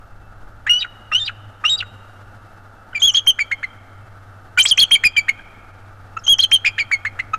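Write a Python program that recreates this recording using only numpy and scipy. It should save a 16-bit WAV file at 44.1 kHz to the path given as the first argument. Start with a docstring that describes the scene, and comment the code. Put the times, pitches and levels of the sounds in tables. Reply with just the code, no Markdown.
'''A young bald eagle calls from its nest, close to the microphone; nest and forest throw it back.
Throughout: filtered noise for a distant wash and a little wind, a low engine drone, thin electronic whines.
From 0.7 s three drawn-out peals: gliding whistles that jump up a register, then collapse through lower ones.
From 2.9, 4.6 and 6.2 s three runs: loud arched yelps, some cracking, then shorter chatter that trails off.
Roughness shakes and buzzes the notes and adds rasp; the loud ones overload the microphone input.'''
import sys
import numpy as np
from scipy import signal
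from scipy.fft import rfft, irfft
from scipy.io import wavfile

SR = 44100
rng = np.random.default_rng(int(sys.argv[2]) if len(sys.argv) > 2 else 0)


def generate_wav(sig):
    """Save sig (samples, or channels by samples) to the path in sys.argv[1] as 16-bit PCM at SR."""
    pcm = np.round(np.clip(np.atleast_2d(sig).T, -1, 1) * 32767).astype(np.int16)
    wavfile.write(sys.argv[1], SR, pcm)


N = 325458
TIME = np.arange(N) / SR


def amp(db):
    """Decibels to gain."""
    return 10 ** (np.asarray(db) / 20)


def unit(x):
    """Scales to rms 1."""
    return x / np.sqrt(np.mean(x ** 2) + 1e-20)


def curve(rows, t_s):
    """Interpolates (time_s, value) rows at t_s."""
    return np.interp(t_s, *np.transpose(rows))


def spectrum(rows, hz):
    """Interpolates (freq_hz, value) rows on a log-frequency axis."""
    row_hz, value = np.transpose(rows)
    return np.interp(np.log(hz + 1), np.log(row_hz + 1), value)


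def noise(shape):
    """Noise of rms 1 whose spectrum is the gain function shape(hz)."""
    white = rfft(rng.standard_normal(N))
    return unit(irfft(white * shape(np.fft.rfftfreq(N, 1 / SR)), N))


def wobble(hz):
    """Random motion of rms 1, mostly slower than hz."""
    return noise(lambda f: 1 / (1 + (f / hz) ** 4))


def add(mix, start_s, sound):
    """Mixes a sound in at start_s."""
    part = mix[round(start_s * SR):][:len(sound)]
    part += sound[:len(part)]


def arch(u, start, middle, end):
    """Parabola through three values as u goes from 0 to 1."""
    ends = (2 * u - 1) * ((u - 1) * start + u * end)
    return ends + 4 * u * (1 - u) * middle


# Wash colour: freq_hz, relative_db per Hz
WASH_COLOUR = [(76, -51.5), (130, -12.5), (206, -3.5), (247, -6), (333, -7), (361, -10.5), (560, -6.5),
               (852, -1.5), (980, -2.5), (1380, -2), (2510, -25), (2670, -21), (7390, -31.5), (12900, -36),
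               (15500, -76)]
# Wash humps and hollows: centre_hz, sigma_hz, gain_db
WASH_BANDS = [(805, 96, -1), (1030, 82, -9.5), (1460, 250, 2), (2320, 83, 2)]
# Wash level before the swell: time_s, rms_db
WASH_LEVEL = [(0, -49), (1, -47.5), (2.2, -46), (2.7, -47.5), (5.7, -47), (7.3, -46)]


def wash(swell_db=1.16, swell_hz=27):
    """Distant traffic and foliage: coloured noise with a random swell in level."""
    def colour(f):
        bands_db = sum(db * np.exp(-.5 * ((f - hz) / sigma_hz) ** 2) for hz, sigma_hz, db in WASH_BANDS)
        return amp(spectrum(WASH_COLOUR, f) + bands_db)
    level_db = curve(WASH_LEVEL, TIME) + swell_db * wobble(swell_hz)
    return noise(colour) * amp(level_db)


# Wind on the microphone: time_s, rms_db
WIND_LEVEL = [(0, -46.5), (.65, -43.5), (.95, -51), (1.17, -46), (1.4, -52.5), (7.3, -48.5)]


def wind(corner_hz=48):
    """Soft buffeting: low-passed noise under a level curve."""
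    return amp(curve(WIND_LEVEL, TIME)) * noise(lambda f: 1 / (1 + (f / corner_hz) ** 2))


# Steady electronic whines: centre_hz, half_width_hz, rms_db
WHINES = [(2650, 8, -72.5), (12958, 50, -80)]


def whine():
    """Faint thin whistles of the electronics: very narrow bands of noise."""
    return sum(amp(db) * noise(lambda f: 1 / (1 + ((f - hz) / half_width_hz) ** 4))
               for hz, half_width_hz, db in WHINES)


# Engine gain ahead of the line and blur levels: time_s, gain_db
DRONE_GAIN = [(0, -49.5), (1.1, -48.5), (1.46, -38.5), (1.64, -48.5), (1.83, -41.5), (2.2, -44),
              (2.55, -47), (3.6, -50), (4.02, -41.5), (4.5, -46), (5.5, -49.5), (5.9, -42.5), (6.25, -46),
              (7.3, -43)]
# Engine firing rate: time_s, rate_hz
DRONE_RATE = [(0, 103), (.7, 103.5), (1.35, 102.4), (1.54, 99.05), (3, 99), (4.8, 96.94), (7.3, 97.95)]


def drone(line_db=-3.5, blur_hz=106, half_width_hz=12, blur_db=-9):
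    """A far engine: one wavering firing line in a narrow band of rumble."""
    phase = 2 * np.pi * np.cumsum(curve(DRONE_RATE, TIME)) / SR
    line = np.sqrt(2) * np.sin(phase)
    blur = noise(lambda f: 1 / (1 + ((f - blur_hz) / half_width_hz) ** 2))
    return amp(curve(DRONE_GAIN, TIME)) * (amp(line_db) * line + amp(blur_db) * blur)


def tail(t60_rows, rise_s):
    """Diffuse echo of energy 1: noise whose bands each die at their own speed."""
    hz, t, z = signal.stft(rng.standard_normal(2 * SR), SR, nperseg=256)
    decay = np.exp(-np.log(1000) * t / spectrum(t60_rows, hz)[:, None])
    rise = 1 - np.exp(-t / rise_s)
    response = signal.istft(z * decay * rise, SR, nperseg=256)[1]
    return response / np.linalg.norm(response)


# Echoes off nest and limbs: delay_s, gain_db
ECHOES = [(.0052, -28), (.0098, -18), (.014, -19), (.02, -25), (.027, -37)]
# Forest reverberation: freq_hz, t60_s
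FOREST = [(500, 1.4), (1500, 2.5), (3700, 1.2), (5000, 0.39), (8000, 1.2), (14000, .25)]


def surroundings(call, crown_db=-27, forest_db=-34):
    """Single echoes off nest and limbs, a short scatter in the crown, a faint long tail from the forest."""
    out = np.zeros(N)
    for delay_s, db in ECHOES:
        add(out, delay_s, amp(db) * call)
    crown = amp(crown_db) * tail([(1500, .13), (5000, .14), (12000, 0.16)], rise_s=0.0076)
    forest = amp(forest_db) * tail(FOREST, rise_s=0.021)
    return out + signal.fftconvolve(call, crown + forest)[:N]


def puffs(lead_s=0.0023, puff_s=0.013, puff_hz=1300, puff_width_hz=500, puff_db=-30,
          chatter_lead_s=.012, chatter_hz=1600, chatter_db=-35,
          rasp_delay_s=.026, rasp_s=0.046, rasp_hz=3700, rasp_width_hz=700, rasp_db=-35):
    """Air escapes around each yelp and chatter onset and in each collapse: (centre, length, Hz, width, dB)."""
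    at_yelps = [(start_s - lead_s, puff_s, puff_hz, puff_width_hz, level_db + puff_db)
                for start_s, _, _, _, _, level_db, *_ in YELPS]
    at_chatter = [(start_s - chatter_lead_s, puff_s, chatter_hz, puff_width_hz, level_db + chatter_db)
                  for start_s, _, _, _, level_db, *_ in CHATTER]
    at_collapses = [(collapse_s + rasp_delay_s, rasp_s, rasp_hz, rasp_width_hz, rasp_db)
                    for *_, collapse_s, _ in PEALS]
    return at_yelps + at_chatter + at_collapses


def squeaks():
    """Short swells of air through one resonance, without a steady whistle."""
    out = np.zeros(N)
    for centre_s, length_s, hz, half_width_hz, db in puffs():
        size = max(round(length_s * SR), 16)
        f = np.fft.rfftfreq(size, 1 / SR)
        resonance = 1 / (1 + ((f - hz) / half_width_hz) ** 4)
        air = unit(irfft(rfft(rng.standard_normal(size)) * resonance, size))
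        add(out, centre_s - length_s / 2, amp(db) * air * np.hanning(size))
    return out


# Note shapes about the middle: start_ratio, end_ratio, start_db, end_db, octave_db
SCOOP = (.78, 1.08, -2, -5, -25)
LOW = (1, 1, -4.5, -10.5, -12)
SQUEAK = (1.07, .88, -14, -8, -29)
# Middle pitch of the scoop as a share of its note's pitch
CHATTER_SCOOP, YELP_SCOOP, PEAL_SCOOP = .88, .72, .65
# Roughness, 0-1
SCOOP_ROUGH, LOW_ROUGH, UPPER_ROUGH, SQUEAK_ROUGH, SLIP_ROUGH = .42, .18, 0.044, .25, .17


def note(start_s, length_s, hz, db, rough, shape):
    """One note in one register: (start, length, three pitches, three levels, octave overtone, roughness)."""
    first, last, first_db, last_db, octave_db = shape
    pitches_hz = hz * first, hz, hz * last
    levels_db = db + first_db, db, db + last_db
    return start_s, length_s, *pitches_hz, *levels_db, octave_db, rough


# Peals: start_s, scoop_s, scoop_db, whistle_s, pitch_hz, rise_share, level_db, start_level_db, end_level_db,
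# roughness (0-1), low_register_db, upper_start_s, upper_length_s, upper_pitch_hz, upper_bow_share, upper_level_db,
# upper_octave_db, collapse_stretch (ratio), collapse_s, collapse_level_db
PEALS = [(.666, 0.029, -17.5, 0.11, 2923, .026, -11.5, -8, -24, 0.02, -32, 0.81, 0.023, 3820, .005, -17, -32, 1.12, 0.79, -22),
         (1.116, .007, -23.5, 0.072, 2942, .085, -8, -20.5, -20.5, 0.05, -21, 1.195, .058, 3595, 0.039, -18.5, -22.5, 0.83, 1.251, -22),
         (1.639, .011, -22.5, .05, 2940, .08, -10, -10, -17.5, .08, -17, 1.694, .066, 3784, 0, -12, -14, 1.0, 1.775, -22.5)]
# Collapse steps: delay_s before the stretch, length_s, pitch_hz, level_db re collapse level, sag_share,
# roughness (0-1)
COLLAPSE = [(0, 0.024, 4750, -3, .01, .06), (0.01, .016, 3875, 0, .02, .2), (.027, .017, 2866, 4, .13, .4),
            (.048, .013, 1460, -0.5, 0.027, 0.5)]


def peals(low_s=0.019, low_hz=1250, octave_db=-19, upper_in_db=-4, upper_out_db=-10,
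          step_in_db=-8, step_out_db=-11, step_octave_db=-32):
    """A peal scoops out of the low register, climbs as a whistle, breaks to an upper note, then tumbles down."""
    for row in PEALS:
        start_s, scoop_s, scoop_db, whistle_s, hz, rise, db, first_db, last_db, rough, low_db, *ending = row
        upper_at_s, upper_s, upper_hz, bow, upper_db, upper_octave_db, stretch, collapse_s, collapse_db = ending
        climb = (1 - rise, 1 + rise, first_db - db, last_db - db, octave_db)
        bowed = (1 + bow, 1 + bow, upper_in_db, upper_out_db, upper_octave_db)
        yield note(start_s, low_s, low_hz, low_db, LOW_ROUGH, LOW)
        yield note(start_s, scoop_s, PEAL_SCOOP * hz, scoop_db, SCOOP_ROUGH, SCOOP)
        yield note(start_s + scoop_s, whistle_s, hz, db, rough, climb)
        yield note(upper_at_s, upper_s, upper_hz, upper_db, UPPER_ROUGH, bowed)
        for delay_s, length_s, step_hz, step_db, sag, step_rough in COLLAPSE:
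            shape = (1 + sag, 1 - sag, step_in_db, step_out_db, step_octave_db)
            step_s = collapse_s + stretch * delay_s
            yield note(step_s, length_s, step_hz, collapse_db + step_db, step_rough, shape)


# Yelps: start_s, length_s, pitch_hz, rise_share, fall_share, level_db, fade_db, roughness (0-1), octave_db,
# scoop_db, squeak_db
YELPS = [(3.02, .088, 3341, .08, .14, -5.5, -9.5, 0.03, -13.5, -32, -41.5),
         (3.146, .05, 3296, .07, .06, -7, -6, 0.09, -14, -32, -21.5),
         (3.272, .038, 3192, 0.045, 0.067, -2, -7.5, 0.02, -16.5, -20.5, -27.5),
         (4.596, 0.024, 3120, .01, .03, -2, -5, .08, -20, -14.5, -28),
         (4.659, 0.071, 3458, 0.068, .14, 0, -2.5, 0.01, -26, -11, -30),
         (4.783, .059, 3393, .08, 0.1, -3, -2.5, 0.1, -19, -7.5, -17.5),
         (4.916, .037, 3246, .04, .055, -0.5, -3, .07, -25, -10.5, -25),
         (6.28, 0.063, 3322, .065, .08, -3, -4, .01, -15.5, -35, -26),
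         (6.392, .06, 3335, 0.068, 0.09, -3.5, -6.5, .08, -18, -24, -20),
         (6.521, 0.0453, 3207, 0.033, .06, -2, -7.5, 0.05, -22.5, -10.5, -25.5)]


def yelps(squeak_hz=5700, squeak_s=.0085, squeak_lead_s=.0095, scoop_s=.005, first_db=-4):
    """A yelp starts with a thin squeak and a scoop, then arches; the arch falls silent while the voice cracks."""
    for start_s, length_s, hz, rise, fall, db, fade_db, rough, octave_db, scoop_db, squeak_db in YELPS:
        yield note(start_s - squeak_lead_s, squeak_s, squeak_hz, squeak_db, SQUEAK_ROUGH, SQUEAK)
        yield note(start_s - scoop_s, scoop_s, YELP_SCOOP * hz, scoop_db, SCOOP_ROUGH, SCOOP)
        stop_s = start_s + length_s
        breaks = [(s, s + crack_s) for s, crack_s, *_ in CRACKS if start_s < s < stop_s]
        spans = [(start_s, stop_s)]
        if breaks:
            spans = [(start_s, breaks[0][0]), (breaks[-1][1], stop_s)]
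        for begin_s, end_s in spans:
            if end_s > begin_s:
                u = (np.linspace(begin_s, end_s, 3) - start_s) / length_s
                pitches_hz = arch(u, hz * (1 - rise), hz, hz * (1 - fall))
                levels_db = arch(u, db + first_db, db, db + fade_db)
                yield (begin_s, end_s - begin_s, *pitches_hz, *levels_db, octave_db, rough)


# Cracks to a higher register: start_s, length_s, pitch_hz, level_db, roughness (0-1)
CRACKS = [(3.064, .006, 3430, -20.5, 0.14), (3.163, 0.0062, 4300, -23, .4), (4.665, .047, 5020, -18, 0.77),
          (4.799, .013, 4320, -7, 0.16), (5.165, .007, 3146, -11, 0.08), (6.408, 0.016, 4630, -26.5, 1),
          (6.423, .012, 4170, -11.5, 0.07), (6.786, 0.0094, 3140, -19.5, 0.26)]


def cracks(swoop=0.26, edge_db=-4, octave_db=-23):
    """The rougher a crack, the wider its pitch swoops up and back."""
    for start_s, length_s, hz, db, rough in CRACKS:
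        ends = 1 - swoop * rough
        yield note(start_s, length_s, hz, db, rough, (ends, ends, edge_db, edge_db, octave_db))


# Chatter: start_s, length_s, pitch_hz, sag_share, level_db, roughness (0-1), octave_db, scoop_s, scoop_db
CHATTER = [(2.951, .034, 2360, 0.028, -12.5, 0.11, -19, 0.0042, -26),
           (3.397, 0.032, 2284, 0.069, -11, 0.06, -18, 0.0086, -14.5),
           (3.523, 0.013, 2154, 0.046, -10.5, 0, -25, 0.0091, -15.5),
           (3.637, 0.016, 2085, 0.057, -16, 0.07, -22, 0.007, -21.5),
           (4.582, 0.019, 2386, -0.044, -4.5, .21, -17, 0.0033, -16.5),
           (4.954, 0.014, 2270, 0.049, -7.5, 0.1, -21, 0.0031, -28),
           (5.046, 0.033, 2439, 0.039, -4, 0.07, -9, 0.0082, -6.5),
           (5.169, 0.031, 2336, 0.038, -5.5, 0.06, -14, 0.0038, -20.5),
           (5.29, 0.013, 2200, 0.045, -5, 0.14, -22, .007, -15.5),
           (6.656, 0.038, 2440, .05, -9, 0.23, -14.5, .009, -11),
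           (6.795, 0.034, 2276, 0.092, -11.5, 0.1, -13.5, 0.014, -13.5),
           (6.921, 0.038, 2206, 0.063, -11, .03, -19, 0.0068, -13),
           (7.062, 0.021, 2122, 0.066, -15, 0.1, -21.5, .011, -13),
           (7.196, 0.014, 2030, 0.08, -13, 0.31, -23.5, 0.0058, -18.5)]


def chatter(first_db=-4, fade_db=-10, last_ratio=0.98):
    """Each note scoops up roughly, then glides to its pitch, mostly from above, and fades."""
    for start_s, length_s, hz, sag, db, rough, octave_db, scoop_s, scoop_db in CHATTER:
        yield note(start_s - scoop_s, scoop_s, CHATTER_SCOOP * hz, scoop_db, SCOOP_ROUGH, SCOOP)
        yield note(start_s, length_s, hz, db, rough, (1 + sag, last_ratio, first_db, fade_db, octave_db))


# Clucks in the lowest register: start_s, length_s, pitch_hz, level_db
CLUCKS = [(2.93, 0.0079, 1470, -27.5), (4.575, .013, 1480, -8), (5.393, 0.01, 1613, -31),
          (6.168, 0.011, 1317, -17), (7.334, .018, 1289, -11.5)]
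# Thin glides as the voice slips: start_s, length_s, start_hz, middle_hz, end_hz, level_db, octave_db
SLIPS = [(2.997, 0.02, 3260, 3510, 3760, -30.5, 0), (3.113, 0.023, 5400, 6900, 7000, -36, -30),
         (4.615, 0.054, 3620, 7850, 6300, -18, -32), (6.188, 0.016, 5900, 5490, 5000, -44, -30),
         (6.238, 0.023, 3210, 3220, 3250, -36, 4.5), (6.266, .009, 3060, 3000, 3060, -13.5, -10.5),
         (6.271, 0.012, 6220, 6200, 6000, -22, -28.5)]


def notes(slip_edge_db=-7):
    """All that the syrinx sings: peals, yelps, cracks, chatter, clucks and slips."""
    clucks = [note(*row, LOW_ROUGH, LOW) for row in CLUCKS]
    slips = [(*glide, db + slip_edge_db, db, db + slip_edge_db, octave_db, SLIP_ROUGH)
             for *glide, db, octave_db in SLIPS]
    return [*peals(), *yelps(), *cracks(), *chatter(), *clucks, *slips]


# Brief dips in level within a note, as echoes cancel the gliding whistle: time_s, width_s, gain_db
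DIPS = [(1.144, .002, -18), (1.176, .006, -10), (1.674, .004, -15), (2.972, .005, -12), (3.187, .002, -12),
        (3.402, .004, -6), (6.556, .002, -9)]


def dips():
    """Gain curve: 1, with a short Gaussian dip in level at each row."""
    return amp(sum(db * np.exp(-((TIME - s) / width_s) ** 2) for s, width_s, db in DIPS))


# Half-pitch lines, as strong and weak cycles alternate: time_s, level_db
HALF_LINES = [(.7, -26.5), (1.2, -26), (1.7, -36), (3, -47)]
# Overtones 3-5 of loud notes, by where they fall in the throat: freq_hz, level_db
THROAT = [(3900, -28.5), (5400, -42.5), (7000, -18), (7800, -35), (9000, -33.5), (11800, -45.5),
          (15000, -74.5)]
# Rasp colour: freq_hz, relative_db
RASP = [(150, -15), (800, -10.5), (1500, 6.5), (3000, 6), (4500, -4), (7000, -6), (10000, -20.5),
        (14000, -34.5)]


def eagle(edge_s=0.0045, rough_edge_s=.004, waver=0.0019, grain=0.0015, jitter=0.15, shimmer=0.42,
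          buzz_hz=340, buzz_depth=0.39, flutter_db=1.26, split_ratio=1.3, split_db=-4, rasp_db=-14, air_db=-38,
          full_db=-9, brightening_db_per_db=0.73, smear_rad=0.39, patchy_db=2.0):
    """The syrinx whistles a near sine; roughness shakes and buzzes it, sounds its second side and adds rasp."""
    out = np.zeros(N)
    slow, shake, throb = wobble(hz=169.9), wobble(hz=680), wobble(hz=520)
    flutter, stutter = wobble(hz=69), wobble(hz=294)
    buzz = np.sin(2 * np.pi * np.cumsum(buzz_hz * (1 + 0.21 * slow)) / SR)
    chop = shimmer * throb + buzz_depth * buzz
    # overtones are less steady than the whistle
    smear = smear_rad * wobble(hz=212)
    patches = amp(patchy_db * wobble(hz=90))
    air = noise(lambda f: amp(spectrum(RASP, f)))
    for start_s, length_s, *pitches_hz, db_start, db_middle, db_end, octave_db, rough in notes():
        edge = edge_s + rough_edge_s * rough  # rough notes catch and let go more slowly
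        first = round((start_s - edge / 2) * SR)
        last = min(N, round((start_s + length_s + edge / 2) * SR))
        i = np.arange(first, last)
        t = TIME[i] - start_s
        u = np.clip(t / length_s, 0, 1)
        db = arch(u, db_start, db_middle, db_end) + flutter_db * flutter[i]
        hz = arch(u, *pitches_hz) * (1 + waver * slow[i] + (grain + jitter * rough) * shake[i])
        phase = 2 * np.pi * np.cumsum(hz) / SR

        bright = amp(brightening_db_per_db * np.minimum(db - full_db, 0))  # soft notes are purer
        octave = amp(octave_db) * np.sin(2 * phase + smear[i])
        upper = sum(amp(spectrum(THROAT, k * hz)) * np.cos(k * phase + smear[i]) for k in range(3, 6))
        halves = amp(curve(HALF_LINES, start_s)) * (np.sin(phase / 2) + 0.4 * np.sin(phase + phase / 2))
        voice = np.sin(phase) + patches[i] * (octave + bright * upper + halves)
        chopped = voice * (1 + np.tanh(rough * chop[i]))

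        second_side = amp(split_db) * rough * stutter[i] * np.sin(split_ratio * phase)
        hiss = bright * (amp(air_db) + amp(rasp_db) * rough) * air[i]
        ramp = np.clip(np.minimum(t, length_s - t) / edge + .5, 0, 1)
        gate = np.sin(np.pi / 2 * ramp) ** 2
        out[i] += gate * amp(db) * (chopped + second_side + hiss)
    return out


def scene():
    """The eagle, its echoes and the background."""
    call = eagle() * dips() + squeaks()
    background = wash() + drone() + wind() + whine()
    return (call + surroundings(call) + background)[None]


# Overall tone, dull above 13 kHz: freq_hz, gain_db
TREBLE_ROLL_OFF = [(20, 3), (10000, -1), (13000, -1), (14500, -9), (16000, -5)]
EDGE_HZ = 16100


def record(dry, ceiling=0.5, lopsided=0.0069, drift=0.027, drift_hz=110, knee=17.0):
    """The input flattens the loud notes; its shifting, lopsided limit leaves low thumps under them."""
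    fine = signal.resample_poly(dry, 4, 1, axis=1)  # clip at 4x rate against aliasing
    bias = lopsided + drift * noise(lambda f: 1 / np.hypot(1, f / drift_hz))
    limit = ceiling * (1 + np.repeat(bias, 4) * np.sign(fine))
    clipped = fine / (1 + abs(fine / limit) ** knee) ** (1 / knee)
    out = signal.resample_poly(clipped, 1, 4, axis=1)
    tone = amp(spectrum(TREBLE_ROLL_OFF, np.fft.rfftfreq(N, 1 / SR)))
    out = irfft(rfft(out) * tone, N)
    lowpass = signal.firwin(511, EDGE_HZ, window=("kaiser", 9), fs=SR)
    return signal.oaconvolve(out, lowpass[None], "same")


dry = scene()
out = record(dry)
generate_wav(out)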